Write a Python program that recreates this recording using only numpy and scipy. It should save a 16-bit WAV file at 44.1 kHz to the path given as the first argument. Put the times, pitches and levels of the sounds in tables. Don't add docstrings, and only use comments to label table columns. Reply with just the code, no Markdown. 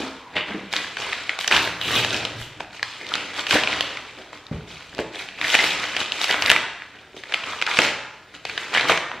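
import sys
import numpy as np
from scipy import signal
from scipy.fft import rfft, irfft, next_fast_len
from scipy.io import wavfile
from scipy.ndimage import uniform_filter1d

SR = 44100
rng = np.random.default_rng(int(sys.argv[2]) if len(sys.argv) > 2 else 0)


def put_to_file(sound):
    columns = np.atleast_2d(sound).T
    safe = np.clip(columns, -1, 1)
    whole_steps = np.round(safe * 32767)
    wavfile.write(sys.argv[1], SR, whole_steps.astype(np.int16))


N = 405719
TIME = np.arange(N) / SR
HAND_TIME = TIME[::32]

# frequency in Hz, relative level in dB.
ROOM_TONE_COLOUR = [(20, -6.5), (50, 0.5), (130, 1.5), (300, -21), (1000, -16), (3000, -42), (8000, -25),
                    (15000, -34)]
RUSTLE_COLOUR = [(100, -25.5), (350, -2), (600, -1), (1000, 2.5), (1600, 2.5), (2400, 2), (3300, -4),
                 (4500, -12.5), (8000, -18), (15000, -80)]
FLAP_COLOUR = [(20, -39), (45, -14), (90, -3.5), (130, -1), (220, -3), (350, 4.5), (520, 0.5), (800, -4.5),
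               (1500, -41)]
RIP_COLOUR = [(500, -44), (1500, -8), (2400, -2.5), (3000, -3), (3900, -4), (5000, -9), (7000, -13.5),
              (9000, -20.5), (12000, -25.5), (14000, -26), (15500, -90)]
FIZZ_COLOUR = [(5000, 6), (9000, 7), (12000, 8), (14500, 0), (15600, -41)]
TICK_COLOUR = [(100, -27.5), (1400, -9), (2600, -0.5), (3600, -11.5), (8000, -33.5), (14000, -52)]
CRACK_COLOUR = [(40, -26), (150, -18), (400, -7.5), (900, -4.5), (2500, 0), (3800, -3), (5500, -13.5),
                (9000, -25), (13000, -34), (15500, -62)]
LONG_TEAR_COLOUR = [(1500, -29), (2650, 2), (3850, -4), (4900, -28)]
# rustle, rip, flap and fizz levels in dB.
HELD_PAPER = [-56, -57.5, -56, -68]
# fastest moment, rise and settling in seconds, rustle level in dB,
# then scraping edge and flapping sheet in dB relative to the rustle.
SLIDES = [(.005, 0.0071, 0.072, -31, -1, -1), (0.368, 0.0094, .03, -27, -10, -1),
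          (0.493, 0.031, 0.15, -36, -8, -2), (0.767, 0.026, 0.12, -34, 2.5, -6.5),
          (0.997, .018, 0.23, -30, -0.5, -11), (1.516, 0.0097, .075, -17, -4, -11),
          (1.661, 0.053, .09, -42, -9, 5.5), (1.965, .11, .15, -31.5, 6, 2.5),
          (2.146, 0.032, 0.06, -32, 5.5, 2), (2.239, 0.047, 0.12, -33, -9, -4.5),
          (2.61, 0.012, 0.018, -36, -1.5, -8), (2.755, 0.028, 0.04, -45, 6.5, -7),
          (2.868, 0.024, 0.22, -49.5, 11, -7), (3.02, 0.02, 0.067, -43.5, 1, 3.5),
          (3.149, 0.066, .22, -34, -0.5, -5), (3.4, 0.045, 0.04, -29.5, 0, -13),
          (3.554, .04, 0.03, -15, -8, -10.5), (3.72, 0.068, .2, -29.5, -2, -6.5),
          (4.188, 0.015, 0.06, -41.5, -4, 1), (4.334, 0.011, 0.059, -50, 7.5, 2),
          (4.534, 0.019, 0.1, -45, -2.5, 6.5), (4.689, 0.017, .22, -45, 4.5, -8),
          (4.998, 0.0065, 0.02, -38, 6, 15), (5.151, 0.021, 0.12, -38.5, 0.5, -4),
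          (5.448, 0.062, .1, -30, -13, -8), (5.545, 0.014, 0.011, -14.5, -11, -31),
          (5.598, 0.018, 0.29, -26, 1, -9), (6.005, 0.017, 0.03, -30, 5, -5),
          (6.179, 0.051, 0.093, -37, 5.5, -5.5), (6.299, 0.018, .08, -21.5, -13, -16),
          (6.504, 0.0068, 0.025, -31.5, -12, 0), (6.53, 0.14, .075, -30.5, -22, -3.5),
          (6.959, 0.025, 0.15, -46, -23, -8), (7.175, 0.018, 0.052, -53.5, 12.5, -12),
          (7.33, 0.059, 0.2, -35.5, -5, -18), (7.498, .06, 0.12, -33.5, -0.5, -12),
          (7.703, .022, 0.054, -24, -4.5, -23), (7.84, .06, .07, -26, -24, -9.5),
          (8.35, 0.013, 0.028, -49.5, 8.5, 2.5), (8.48, .025, 0.24, -41, 3, -3),
          (8.621, .06, 0.16, -39.5, 2, -7), (8.744, 0.012, 0.099, -20, -7, -17),
          (8.852, 0.033, 0.05, -26.5, -13, -5.5), (8.914, .022, 0.015, -16.5, -9, -8),
          (9.146, 0.027, 0.12, -43.5, -21, 2)]
SHEET_RESONANCES = [1160, 1950, 2700, 3850]
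# start in seconds, level in dB, pitch in Hz,
# base ring time in seconds.
KNOCKS = [(.003, -21, 336, 0.12), (.034, -28.5, 265, 0.55), (.358, -23.5, 610, 0.086),
          (.502, -34, 205.5, 0.57), (.544, -24.5, 323, 0.26), (0.547, -27.5, 199.6, 0.36),
          (2.605, -15.5, 777, 0.022), (3.552, -13, 288, 0.065), (3.555, -6.5, 547, 0.034),
          (4.513, -20.5, 161, 0.21), (4.545, -30.5, 85, 0.27), (4.9902, -17.5, 324, 0.12),
          (4.9902, -11.5, 500, 0.028), (6.303, -19.5, 426, 0.065), (6.343, -26, 600, 0.08),
          (6.517, -12.5, 694, 0.045), (7.144, -32, 413, 0.054), (7.169, -25, 400, 0.028),
          (7.788, -12, 240, 0.02), (7.789, -7, 576, 0.038), (8.896, -13.5, 648, 0.061),
          (8.915, -16.5, 410, 0.055)]
# multiple of the pitch, level in dB, t60 as a share of the base ring time.
PARCEL_MODES = [(1.002, 3, 0.51), (1.338, -6, 0.6), (1.72, -15, 0.99), (2.4, -15.5, 0.68), (3.4, -14, 0.58)]
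# start in seconds (a negative start plays at zero), length in seconds,
# level in dB, first and last pitch in Hz.
FINGER_RUB = (-5, 0.56, -45, 1198, 740)
# start in seconds, level in dB, nominal pitch in Hz, decay in
# milliseconds, share of crack against clean ring from 0 to 1.
LARGE_CREASES = [(0.3556, -20.5, 2020, 3.5, 0.2), (0.3679, -12, 725, 1.4, 0.5), (0.7278, -9.5, 3840, 1, .4),
                 (0.7365, -9.5, 2130, 2.7, 0.9), (0.765, -3, 3640, 0.46, 0.1), (0.969, -15.5, 1720, 2.5, 1),
                 (1.1257, -12.5, 2160, 1.6, 0), (1.1305, -4, 2180, 0.81, 0.02),
                 (1.2938, -5.5, 2160, 2.2, 0.14), (1.3889, -11, 2840, 1.7, 0.84),
                 (1.411, -13.5, 2370, 0.82, 0.7), (1.4441, -12.5, 1780, 2.3, 0.35),
                 (1.477, -6.5, 5870, 2, 0.44), (1.479, -8.5, 2800, 2, 0.4), (1.5122, -2, 2080, 1, 0),
                 (1.516, -12, 1910, 1.2, 0), (1.524, 0, 2680, 2.1, 0), (1.5458, -9, 2900, 3.3, 0.2),
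                 (1.565, -2, 2880, 1.5, 0.2), (1.5784, -5, 1690, 0.7, 0.2), (1.6741, -14, 1740, 3.8, 0.4),
                 (1.8126, -16, 3200, 2.4, 0.4), (1.9612, -9, 3540, 2.5, 0), (2.047, -6.5, 2940, 1.5, 0.54),
                 (2.106, -11, 3180, 2.4, 0.2), (2.1444, -7, 2930, 1.1, 0), (2.2513, -10.5, 2950, 2.2, 0.46),
                 (2.6046, -14.5, 1070, 1.4, 0.65), (2.7952, -18, 2050, 1.1, 0),
                 (2.829, -4.5, 1895, 1.6, 0.02), (2.8286, -10.5, 4600, 1.1, 0.3),
                 (3.067, -17, 4100, 0.5, 0.1), (3.089, -23, 3350, 4.3, 0.6), (3.139, -1.5, 3460, 0.73, 0),
                 (3.1541, -9, 2550, 0.89, 1), (3.3937, -10, 3500, 1.2, 0.13),
                 (3.4674, -11, 2770, 3.4, 0.23), (3.5091, -4, 2610, 2.8, 0.5), (3.636, -6, 2850, 1.3, 0.17),
                 (3.674, -4.5, 2540, 1.4, 0.01), (3.729, -7, 2220, 1.3, 0.04),
                 (3.8085, 2, 3350, 0.47, 0.17), (3.972, -16, 2300, 1.4, 0.14), (4.187, -33, 1810, 2.5, 0.7),
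                 (4.3308, -20, 1040, 1.2, 0.2), (4.467, -23.5, 4050, 0.87, 0.04),
                 (4.949, -21.5, 2960, 0.49, .5), (4.982, -19.5, 2650, 0.93, 0.9),
                 (4.9896, -13, 1720, 0.83, 0.4), (5.201, -25, 2000, 1.3, 0.7),
                 (5.288, -19.5, 2520, 0.7, .6), (5.414, -3, 2130, 0.65, 0.12), (5.4437, -8, 2140, 1.6, 0),
                 (5.448, -7, 2000, 1.6, 0.1), (5.4821, -7, 2130, 0.66, 0.3), (5.4939, -13, 2180, .8, 0.5),
                 (5.5433, -7, 1970, 2.7, 0.6), (5.5511, 2.5, 2150, 1.1, 0.33), (5.5893, -5, 2365, 1.8, 0.6),
                 (5.641, -1, 2320, 1.2, 0.26), (5.8392, -13.5, 2100, 2.7, 0.35),
                 (5.9654, -7.5, 2780, 3, 0.25), (6.015, -13, 2120, 0.89, 0.4),
                 (6.1211, -3, 3180, 0.49, 0.04), (6.2148, -7, 4000, 1.1, 0.27),
                 (6.2368, -12, 2770, 0.53, 0.8), (6.242, -6, 3130, 1.1, 1), (6.3107, -4, 3250, 1.5, 0.16),
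                 (6.343, -2.5, 1400, 0.97, 0.2), (6.4224, -5, 2940, 1.6, 0.6),
                 (6.4606, -6.5, 3900, 2.2, 0.34), (6.496, -2, 2500, 0.56, 0.3), (6.5003, 6, 2814, 2, 0.07),
                 (6.5005, -7.5, 9140, 0.71, .1), (6.5154, 4, 1810, 0.99, 1), (6.5627, -4, 2220, 1.5, 0.3),
                 (6.821, -14, 1930, 0.55, 0), (7.2362, -22, 1890, 2.5, 0.46), (7.3224, -15, 1800, 2.2, 0.6),
                 (7.3395, -5.5, 3000, 1.6, 0.03), (7.343, -3.5, 2310, 1.6, 0.12),
                 (7.4393, -15, 2820, 1.1, 0), (7.524, -20, 3500, 1.37, 0), (7.615, -10.5, 2270, 1.8, 0.5),
                 (7.6237, -4, 2350, 1.2, 0.3), (7.665, -10.5, 2510, 3.4, 0.38),
                 (7.6754, -8.5, 1450, 1.9, 0), (7.7137, -7, 2400, 1, 0), (7.771, -8, 2840, 2.8, 0.5),
                 (7.7887, 2.5, 1530, 2.5, 0.88), (7.818, -4, 2960, 2, 0.5), (8.4518, -15, 2250, 2.5, 0.98),
                 (8.4964, -14.5, 2470, 1.7, 0.13), (8.577, -12, 1700, 3.1, 0.67),
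                 (8.7392, -10, 2140, 1.1, 0.2), (8.749, -3.5, 1790, 1.3, 0.13),
                 (8.7732, -6.5, 1950, 1.3, 0.4), (8.8103, -8, 2920, 1.3, 0.22), (8.851, -14, 1250, 1.9, 0),
                 (8.8958, -2.5, 1210, 2, 0.1), (8.9197, -4.5, 1570, 1.3, 0.6),
                 (8.975, -9.5, 1770, 1.9, 0.9), (9.116, -14, 1320, 0.56, 0.2)]
# moment the paper gives and build-up in seconds, level in dB, fizz in dB relative to it.
RIPS = [(0.76, 0.036, -29, -14), (1.41, 0.011, -27.5, -9), (1.565, 0.035, -21.5, -11), (1.66, 0.14, -42, 5),
        (1.991, 0.13, -30, -1), (2.145, 0.025, -32, -37), (2.42, 0.043, -36, -5.5),
        (3.534, 0.039, -19, -11), (5.208, 0.03, -34.5, -13), (5.549, 0.1, -22, -11),
        (5.662, 0.051, -27.5, -5), (6.235, 0.03, -24.5, -10), (6.305, 0.029, -26, -10),
        (6.515, 0.1, -31, 0), (7.849, 0.099, -21, -27), (8.9, 0.024, -21.5, -13)]
# fastest moment, rise and settling in seconds, level in dB.
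DRAGS = [(1.58, 0.052, 0.11, -39.5), (1.87, 0.022, 0.06, -40), (1.98, 0.049, 0.12, -43),
         (2.128, 0.03, 0.05, -41), (2.355, 0.026, 0.02, -44.5), (2.575, 0.029, 0.12, -48.5)]
# frequency in Hz, level in dB, t60 in seconds.
TABLE_MODES = [(98, -11, 0.23), (114.4, 2, 0.61), (139, -0.5, .35), (160, -2, 0.25), (306, -3.5, .12)]
# time in seconds, level in dB.
LONG_TEAR_LEVELS = [(1.79, -71), (1.815, -27.5), (1.92, -32), (1.965, -21), (2.04, -31.5), (2.09, -88)]
# start in seconds, level in dB, time constant in milliseconds.
PUFFS = [(2.41, -28, 4.2), (3.546, -32, 1.5), (3.562, -19, 0.5), (6.499, -29, 1.6), (6.53, -21, 0.36)]
# delay in seconds, gain.
REFLECTIONS = [(.0013, 0.14), (.0041, 0.085), (.0088, 0.033), (0.016, 0.12), (0.021, -0.062),
               (0.029, -0.02)]
# frequency in Hz, t60 in seconds.
KITCHEN_T60 = [(100, 1), (400, 0.45), (1000, 1), (2700, 0.74), (7000, 0.67), (14000, 0.19)]
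# frequency in Hz, correlation from -1 to 1.
PORT_LIKENESS = [(50, .999), (300, .994), (600, .997), (1600, .987), (2500, .976), (3200, .955),
                 (4400, .79), (5000, .44), (7000, .12), (9000, 0), (10000, -.8), (11500, -.8),
                 (14000, -.05), (15500, .7)]


def from_db(db):
    return 10 ** (np.asarray(db) / 20)


def unit(x):
    return x / np.sqrt(np.mean(x ** 2) + 1e-20)


def at_hz(points, hz):
    f, value = np.transpose(points)
    return np.interp(np.log(hz + 1), np.log(f + 1), value)


def add(mix, start_s, sound):
    part = mix[max(round(start_s * SR), 0):][:len(sound)]
    part += sound[:len(part)]


def colour(x, spectrum, size=4096):
    log_gain = np.log(from_db(at_hz(spectrum, abs(np.fft.fftfreq(size, 1 / SR)))))
    taps = np.fft.ifft(np.exp(np.conj(signal.hilbert(log_gain)))).real[:size // 2]
    return signal.oaconvolve(x, taps / np.linalg.norm(taps))[:len(x)]


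def radiated(ring, hz, edge_ratio=0.36):
    return signal.lfilter(*signal.butter(2, hz * edge_ratio, "high", fs=SR), ring)


def clumps(depth_db, samples):
    return from_db(depth_db * unit(uniform_filter1d(rng.standard_normal(N), size=samples)))


def room_tone(level_db=-62):
    return from_db(level_db) * colour(rng.standard_normal(N), ROOM_TONE_COLOUR)


def gesture(peak_s, rise_s, settle_s):
    t = HAND_TIME - peak_s
    return np.exp(-np.where(t < 0, (t / rise_s) ** 2, t / settle_s))


def hand_work(grip_db=-14.5, grip_s=0.053, scrape_fizz_db=-42, rip_release_s=0.039):
    power = from_db(HELD_PAPER)[:, None] ** 2
    for peak_s, rise_s, settle_s, db, scrape_db, flap_db in SLIDES:
        gains = from_db(db + np.array([0, scrape_db, flap_db, scrape_db + scrape_fizz_db]))
        grip = from_db(grip_db) * gesture(peak_s, grip_s, settle_s)
        speed = np.maximum(gesture(peak_s, rise_s, settle_s), grip)
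        power = power + np.outer(gains, speed) ** 2
    for gives_s, build_s, db, fizz_db in RIPS:
        gains = [0, from_db(db), 0, from_db(db + fizz_db)]
        power = power + np.outer(gains, gesture(gives_s, build_s, rip_release_s)) ** 2
    return [np.interp(TIME, HAND_TIME, np.sqrt(layer)) for layer in power]


def crackle(spectrum, top_hz, per_s, spread_db, ring_s, friction, clump_db):
    t = np.arange(256) / SR
    starts = np.flatnonzero(rng.random(N) < per_s / SR)
    pitch, chance, phase = rng.random((N, 3))[starts].T[:, :, None]
    size = from_db(spread_db * np.minimum(-np.log(chance), 3.4))
    rings = size * np.exp(-t / ring_s) * np.sin(2 * np.pi * (top_hz * pitch * t + phase))
    grains = np.bincount((starts[:, None] + np.arange(len(t))).ravel(), rings.ravel(), N)[:N]
    grains = unit(grains) * np.sqrt(2 * top_hz / SR)
    sound = colour(clumps(clump_db, 260) * (grains + friction * rng.standard_normal(N)), spectrum)
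    return sound / np.sqrt(abs(uniform_filter1d(sound ** 2, size=2000)) + 1e-12)


def wrinkle_ticks(per_s=40, spread_db=4, most_db=8, decay_s=0.00044, octaves=0.42, clump_db=6):
    out, pole = np.zeros(N), np.exp(-1 / (decay_s * SR))
    for scale in 2 ** (octaves * np.array([-1, 0, 1])):
        busy = clumps(clump_db, 1500)
        strength = from_db(np.minimum(spread_db * rng.exponential(1, N), most_db))
        flips = rng.random(N) < per_s / SR * busy / busy.mean()
        bursts = signal.lfilter([1], np.poly([pole, pole]), strength * flips)
        spectrum = [(hz * scale, db) for hz, db in TICK_COLOUR]
        out += colour(bursts * rng.standard_normal(N), spectrum, size=1024)
    return unit(out)


def flexing(x, depth_db=5.0, change_s=0.065, q=3):
    moments = np.arange(0, N / SR + 1, change_s)
    for hz in SHEET_RESONANCES:
        gain = from_db(depth_db * np.interp(TIME, moments, rng.standard_normal(len(moments))))
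        x = x + (gain - 1) * signal.lfilter(*signal.iirpeak(hz, q, fs=SR), x)
    return unit(x)


def paper(rustle_level, rip_level, flap_level, fizz_level):
    ticks = wrinkle_ticks()
    rustle = flexing(crackle(RUSTLE_COLOUR, top_hz=5080, per_s=760, spread_db=2.5,
                             ring_s=0.0017, friction=0.54, clump_db=2))
    rip = crackle(RIP_COLOUR, top_hz=10070, per_s=1400, spread_db=3.5,
                  ring_s=0.002, friction=0.91, clump_db=2.5)
    flap = crackle(FLAP_COLOUR, top_hz=1470, per_s=400, spread_db=3,
                   ring_s=0.00094, friction=0.75, clump_db=0)
    fizz = crackle(FIZZ_COLOUR, top_hz=15800, per_s=1100, spread_db=3,
                   ring_s=0.0005, friction=1, clump_db=4)
    return (from_db(-5) * np.hypot(rustle_level / 2, rip_level) * ticks
            + from_db(-0.5) * rustle_level * rustle
            + from_db(-2.3) * rip_level * rip
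            + from_db(-1.5) * flap_level * flap
            + from_db(-4.5) * fizz_level * fizz)


def finger_rub(width_hz=110):
    start_s, length_s, db, first_hz, last_hz = FINGER_RUB
    progress = np.linspace(0, 1, round(length_s * SR))
    friction = signal.lfilter(*signal.butter(2, width_hz, fs=SR), rng.standard_normal(N))
    note = np.sin(2 * np.pi * np.cumsum(first_hz + (last_hz - first_hz) * progress) / SR)
    out = np.zeros(N)
    add(out, start_s, from_db(db) * np.sin(np.pi * progress) * unit(friction[:len(note)]) * note)
    return out


def parcel_knocks(contact_s=0.00074):
    t, out = np.arange(SR // 2) / SR, np.zeros(N)
    for start_s, db, hz, ring_s in KNOCKS:
        for ratio, mode_db, share in PARCEL_MODES:
            fade = np.exp(-np.log(1000) * t / (ring_s * share)) * (1 - np.exp(-t / contact_s))
            ring = radiated(fade * np.sin(2 * np.pi * hz * ratio * t), hz)
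            add(out, start_s, from_db(db + mode_db) * ring)
    return out


def small_creases(rustle_level, count=22, over_db=9, spread_db=3, top_db=-13,
                  facet_hz=2300, octaves=0.23, decay_ms=0.42, crack=1.0):
    when, size, pitch = rng.random((count, 3)).T
    travel = np.cumsum(np.sqrt(rustle_level))
    starts = np.searchsorted(travel, when * travel[-1])
    db = np.minimum(20 * np.log10(rustle_level[starts]) + over_db, top_db) + spread_db * (2 * size - 1)
    hz = facet_hz * 2 ** (octaves * (2 * pitch - 1))
    return [(*row, decay_ms, crack) for row in zip(starts / SR, db, hz)]


def crease_snaps(creases, rise_s=0.00018, sag=0.3, fold_db=-10, fold_ratio=0.675,
                 flutter_db=-25, flutter_s=0.0064, usual_hz=2300):
    t, out = np.arange(1400) / SR, np.zeros(N)
    flutter = from_db(flutter_db) * np.exp(-t / flutter_s)
    for start_s, db, hz, decay_ms, crack in creases:
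        fade = np.exp(-t * 1000 / decay_ms)
        shape = fade * (1 - np.exp(-t / rise_s))
        shape /= shape.max()
        phase = 2 * np.pi * np.cumsum(hz * (1 + sag * (fade - 0.6))) / SR
        ring = radiated(shape * (np.sin(phase) + from_db(fold_db) * np.sin(fold_ratio * phase)), hz)
        spectrum = [(f * np.sqrt(hz / usual_hz), level) for f, level in CRACK_COLOUR]
        burst = np.sqrt(crack) * shape + flutter
        noise = colour(burst * rng.standard_normal(len(t)), spectrum, size=1024)
        noise *= np.linalg.norm(burst) / np.linalg.norm(noise)
        snap = from_db(-3) * np.sqrt(1 - crack) * ring + from_db(-4) * noise
        add(out, start_s, from_db(db) * snap)
    return out


def parcel_drags(slips_per_s=300):
    power = sum((from_db(db) * gesture(*timing)) ** 2 for *timing, db in DRAGS)
    push = np.interp(TIME, HAND_TIME, np.sqrt(power))
    slips = push * rng.standard_normal(N) * (rng.random(N) < slips_per_s / SR)
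    t, out = np.arange(SR // 2) / SR, np.zeros(N)
    for hz, db, t60 in TABLE_MODES:
        mode = np.exp(-np.log(1000) * t / t60) * np.sin(2 * np.pi * hz * t)
        ring = signal.oaconvolve(slips, radiated(mode, hz, edge_ratio=0.73))[:N]
        out += from_db(db) * ring * np.linalg.norm(push) / np.linalg.norm(ring)
    return out


def long_tear():
    level = from_db(np.interp(TIME, *np.transpose(LONG_TEAR_LEVELS)))
    return level * crackle(LONG_TEAR_COLOUR, top_hz=5340, per_s=530, spread_db=7,
                           ring_s=0.0011, friction=1, clump_db=-0.5)


def air_puffs():
    t, out = np.arange(SR // 10) / SR, np.zeros(N)
    for start_s, db, time_ms in PUFFS:
        age = t * 1000 / time_ms
        add(out, start_s, from_db(db) * age * (2 - age) * np.exp(-age))
    return out


def kitchen_ring(x, wet_db=-6, build_s=0.00067, move_s=0.17, paths=3):
    out = np.zeros(N)
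    for path in range(paths):
        hz, t, bands = signal.stft(rng.standard_normal(SR), SR, nperseg=256)
        decay = np.exp(-np.log(1000) * t / at_hz(KITCHEN_T60, hz)[:, None])
        bands *= decay * (1 - np.exp(-(t / build_s) ** 2))
        tail = signal.istft(bands, SR, nperseg=256)[1]
        away = np.minimum(abs((TIME / move_s - path) % paths - paths / 2), 1)
        out += signal.oaconvolve(x * np.cos(np.pi / 2 * away), tail / np.linalg.norm(tail))[:N]
    return from_db(wet_db) * out


def at_microphone(work, creases, handling, snap_room_db=-4, room_crack=0.54):
    unwrapping = paper(*work) + long_tear() + handling
    direct = unwrapping + crease_snaps(creases)
    near = direct.copy()
    for delay_s, gain in REFLECTIONS:
        add(near, delay_s, gain * direct)
    scattered = crease_snaps([(*row, room_crack) for *row, _ in creases])
    return near + kitchen_ring(unwrapping + from_db(snap_room_db) * scattered) + room_tone()


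def scene():
    work = hand_work()
    creases = LARGE_CREASES + small_creases(rustle_level=work[0])
    handling = parcel_knocks() + air_puffs() + parcel_drags() + finger_rub()
    size = next_fast_len(N + 4096)
    likeness = np.clip(at_hz(PORT_LIKENESS, np.fft.rfftfreq(size, 1 / SR)), -0.999, 0.999)
    mid = rfft(at_microphone(work, creases, handling), size) * np.sqrt((1 + likeness) / 2)
    side = 1j * rfft(at_microphone(work, creases, handling), size) * np.sqrt((1 - likeness) / 2)
    return irfft(np.array([mid - side, mid + side]), size)[:, :N]


def record(dry, low_cut_hz=22, high_cut_hz=15700):
    limited = dry / (1 + dry ** 12) ** (1 / 12)
    limited = signal.lfilter(*signal.butter(1, low_cut_hz, "high", fs=SR), limited)
    high_cut = signal.firwin(511, high_cut_hz, window=("kaiser", 9), fs=SR)
    return signal.oaconvolve(limited, high_cut[None], "same")


dry = scene()
out = record(dry)
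put_to_file(out)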